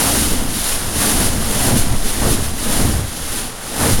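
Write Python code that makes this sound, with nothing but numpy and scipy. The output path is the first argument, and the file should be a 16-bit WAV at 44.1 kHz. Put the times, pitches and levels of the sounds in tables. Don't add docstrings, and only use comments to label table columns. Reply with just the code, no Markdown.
import sys
import numpy as np
from scipy import signal
from scipy.fft import rfft, irfft
from scipy.io import wavfile
from scipy.ndimage import uniform_filter1d

SR = 44100
rng = np.random.default_rng(int(sys.argv[2]) if len(sys.argv) > 2 else 0)


def wrap_up_sound(samples):
    columns = np.atleast_2d(samples).T
    tamed = np.clip(columns, -1, 1)
    steps = np.round(tamed * 32767).astype(np.int16)
    wavfile.write(sys.argv[1], SR, steps)


N = 4 * SR


def amp(db):
    return 10 ** (np.asarray(db) / 20)


def unit(x):
    return x / np.sqrt(np.mean(x ** 2) + 1e-20)


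def curve(points, column=1):
    table = np.transpose(points)
    return np.interp(np.arange(N) / SR, table[0], table[column])


def over_hz(points, hz):
    table_hz, value = np.transpose(points)
    return np.interp(np.log(hz + 1), np.log(table_hz + 1), value)


def coloured(x, colour):
    gain = amp(over_hz(colour, np.fft.rfftfreq(N, 1 / SR)))
    return unit(irfft(rfft(x) * gain, N))


def flutter(rate_hz, depth_db):
    hz = np.fft.rfftfreq(N, 1 / SR)
    wobble = irfft(rfft(rng.standard_normal(N)) * (hz / rate_hz) * np.exp(-hz / rate_hz * 2), N)
    return amp(depth_db * unit(wobble))


def pops(per_s, spread_db):
    size = amp(spread_db * np.minimum(rng.exponential(1, N), 5))
    return size * rng.choice([-1., 1.], N) * (rng.random(N) < per_s / SR)


def steadied(x, span_s):
    size = max(int(span_s * SR), 2)
    power = uniform_filter1d(uniform_filter1d(x ** 2, size), size)
    return x / np.sqrt(abs(power) + 1e-9)


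def resonate(x, hz, width_hz):
    turn = np.exp(2j * np.pi * np.cumsum(hz) / SR)
    pole = np.exp(-np.pi * width_hz / SR)
    return (turn * signal.lfilter([(1 - pole) ** 2], [1, -2 * pole, pole * pole], x / turn)).real


def add(mix, start_s, sound):
    at = int(round(start_s * SR))
    sound = sound[max(-at, 0):]
    part = mix[max(at, 0):][:len(sound)]
    part += sound[:len(part)]


def courtyard(x):
    # frequency in Hz, seconds for the echoes to fall by 60 dB.
    decay = [(60, 0.22), (500, 0.4), (3000, 0.34), (14000, 0.098)]
    first_wall_s = 0.0105
    echoes = rng.standard_normal(SR) * (rng.random(SR) < 1 / 20)
    echoes *= np.arange(SR) > first_wall_s * SR
    hz, t, bands = signal.stft(echoes, SR, nperseg=256)
    bands = bands * amp(-60 * t / over_hz(decay, hz)[:, None])
    tail = signal.istft(bands, SR, nperseg=256)[1]
    return signal.fftconvolve(x, tail / np.linalg.norm(tail))[:N]


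def throb():
    # time in seconds, relative level of the throb in dB.
    levels = [(0, -32.5), (.2, -24), (.35, -15.5), (.45, -22), (.7, -21), (1.03, -29.5), (1.15, -18),
              (1.25, -22), (1.35, -18), (1.5, -22.5), (1.73, -20), (1.83, -14.5), (2.2, -16.5), (2.3, -18),
              (2.55, -22.5), (2.8, -17), (3.1, -31.5), (3.4, -24.5), (3.65, -40.5), (3.95, -16)]
    # frequency in Hz, relative level in dB.
    heave_colour = [(2, -28), (6, -11), (10, 4), (15, -10), (28, -16), (48, -33), (120, -56), (500, -73)]
    shudder_colour = [(6, -22), (14, -6), (20, 3), (29, -4.5), (37, -7), (47, -13), (120, -40), (500, -68)]
    heave_db, shudder_db, shudder_db_per_db = -0.5, -10, 0.76
    level_db = curve(levels)
    heave = steadied(coloured(rng.standard_normal(N), heave_colour), span_s=0.11)
    shudder = steadied(coloured(rng.standard_normal(N), shudder_colour), span_s=0.15)
    return amp(heave_db + level_db) * heave + amp(shudder_db + shudder_db_per_db * level_db) * shudder


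def torch_hiss():
    # time in seconds, relative level of the hiss in dB.
    levels = [(0.0, -16.5), (0.23, -18), (0.47, -28), (0.57, -21), (0.62, -22), (0.7, -18.5), (0.79, -24),
              (0.91, -26), (1.02, -16.5), (1.11, -17), (1.15, -19.5), (1.27, -18), (1.3, -23.5),
              (1.37, -25.5), (1.68, -17.5), (1.71, -21), (1.75, -23), (1.78, -17), (1.84, -24.5),
              (1.9, -27.5), (2.02, -27.5), (2.08, -20.5), (2.16, -25), (2.33, -19), (2.38, -26.5),
              (2.45, -24.5), (2.53, -30), (2.64, -22.5), (2.68, -24), (2.72, -19), (2.94, -25.5),
              (3.03, -30.5), (3.24, -27), (3.39, -23), (3.53, -33.5), (3.58, -33.5), (3.7, -27.5),
              (3.72, -28.5), (3.82, -19.5), (3.94, -18.5), (3.97, -25.5), (4.0, -23)]
    # frequency in Hz, relative level in dB.
    colour = [(200, -22), (700, -6), (1500, -1.5), (2000, -1), (2350, -3.5), (3000, 0.5), (5000, -0.5),
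              (7500, -0.5), (12000, -3.5), (14000, -10), (17000, -14.5)]
    hiss_db, spark_db = -1.5, -17
    treble_hz, tilt_db_per_db = 7600, 0.23
    level_db = curve(levels)
    gas = rng.standard_normal(N)
    sparks = amp(spark_db) * unit(pops(per_s=2500, spread_db=2.5))
    rush = coloured(gas + sparks, colour) * flutter(rate_hz=41, depth_db=0.5)
    treble = signal.sosfiltfilt(signal.butter(3, treble_hz, "high", fs=SR, output="sos"), rush)
    tilt = amp(tilt_db_per_db * (level_db - level_db.mean()))
    return amp(hiss_db + level_db) * (rush - treble + tilt * treble) / np.sqrt(tilt)


def fireball():
    # time in seconds, relative levels of the roar and of the boom in dB.
    levels = [(0.0, -23, -35), (0.06, -24.5, -25.5), (0.22, -22.0, -23), (0.54, -27.5, -31),
              (0.7, -36.0, -34.5), (1.02, -26.0, -23.5), (1.1, -21.5, -30.5), (1.2, -22.5, -22.0),
              (1.58, -27.0, -27), (1.68, -20, -20.5), (1.76, -19, -15.5), (1.84, -27.5, -26),
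              (1.94, -26.5, -18), (1.98, -34, -32), (2.06, -25.5, -34), (2.14, -31.5, -32),
              (2.24, -22.5, -20.5), (2.32, -20.5, -22), (2.48, -34.0, -24.5), (2.56, -30, -33),
              (2.68, -25.5, -33), (2.84, -20, -17.5), (3.0, -28.5, -18.5), (3.08, -37, -28.0),
              (3.16, -33.0, -40), (3.22, -36.5, -32), (3.42, -32.0, -35.5), (3.58, -44.5, -42.5),
              (3.74, -31, -37), (3.84, -21, -20.5), (3.9, -22.0, -16.5), (4.0, -23.5, -24.0)]
    # frequency in Hz, relative level in dB.
    roar_colour = [(90, -19.5), (135, -18), (158, 0), (176, -7), (195, 1.5), (222, 1.5), (285, -2),
                   (340, -7), (500, -12.5), (1200, -38)]
    boom_colour = [(30, -25), (45, -15), (53, -1.5), (62, -13), (70, 8), (80, -7.5), (90, -4.5), (101, 1.5),
                   (111, -2.5), (124, -1.5), (150, -11.5), (250, -24), (800, -60)]
    puffs_per_s, spread_db, roar_db = 1400, 3.0, 0.2
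    roar = steadied(coloured(pops(puffs_per_s, spread_db), roar_colour), span_s=0.11)
    boom = steadied(coloured(pops(puffs_per_s, spread_db), boom_colour), span_s=0.083)
    burning = amp(roar_db + curve(levels)) * roar + amp(curve(levels, column=2)) * boom
    return burning * flutter(rate_hz=38, depth_db=0.6)


def whoosh():
    # time in seconds, relative level of the whoosh in dB.
    levels = [(0.0, -23), (0.12, -24.5), (0.24, -31), (0.38, -29.5), (0.58, -34.5), (0.68, -29),
              (0.78, -31), (0.98, -30.5), (1.02, -22.5), (1.14, -27.5), (1.18, -23.5), (1.32, -30.5),
              (1.7, -24), (1.76, -29), (1.88, -30.5), (1.94, -28), (1.98, -33.5), (2.18, -30.5),
              (2.24, -25), (2.38, -30.5), (2.48, -31.5), (2.56, -37), (2.7, -26.5), (2.9, -28.0),
              (3.1, -35.5), (3.42, -33.0), (3.58, -35), (3.72, -32.5), (3.84, -20), (4.0, -32.5)]
    # frequency in Hz, relative level in dB.
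    colour = [(120, -37), (300, -6), (420, -1.5), (750, 0), (1000, -3.5), (1400, -5), (2000, -9.5),
              (3000, -20.5), (6000, -49)]
    whoosh_db = -0.5
    air = steadied(coloured(rng.standard_normal(N), colour), span_s=0.086)
    return amp(whoosh_db + curve(levels)) * air * flutter(rate_hz=73, depth_db=1.0)


def sweeps():
    # time of the fastest point in seconds, level there in dB.
    swings = [(.1, -26.5), (1.19, -31), (1.7, -24), (2.265, -22.5), (2.82, -30.5), (3.86, -23.5)]
    centre_hz, fall_octaves_per_s, spread_s = 542, 11.9, 0.053
    t = np.arange(-SR // 5, SR // 5) / SR
    hz = centre_hz * 2 ** (-fall_octaves_per_s * t)
    swell = np.exp(-(t / spread_s) ** 2)
    mix = np.zeros(N)
    for at_s, level_db in swings:
        eddies = resonate(rng.standard_normal(len(t)), hz, width_hz=490)
        add(mix, at_s + t[0], amp(level_db) * swell * steadied(eddies, span_s=0.035))
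    return mix


def scene():
    echo_db = -19
    flame = torch_hiss() + whoosh() + sweeps() + fireball()
    return (flame + amp(echo_db) * courtyard(flame) + throb())[None]


def record(dry):
    peak_hz, peak_width_hz, peak_db = 10130, 1530, 7.5
    notch_hz, edge_hz = 7985, 17200
    knee = amp(-5)
    hz = np.fft.rfftfreq(N, 1 / SR)
    lift = amp(peak_db * np.exp(-((hz - peak_hz) / peak_width_hz) ** 2))
    bright = irfft(rfft(dry) * lift, N)
    clipped = np.clip(bright, -knee, knee)
    rounded = clipped + np.tanh((bright - clipped) * 10) / 10
    notched = signal.lfilter(*signal.iirnotch(notch_hz, Q=24, fs=SR), rounded)
    lowpass = signal.firwin(801, edge_hz, window=("kaiser", 9), fs=SR)
    return signal.oaconvolve(notched, lowpass[None], "same")


dry = scene()
out = record(dry)
wrap_up_sound(out)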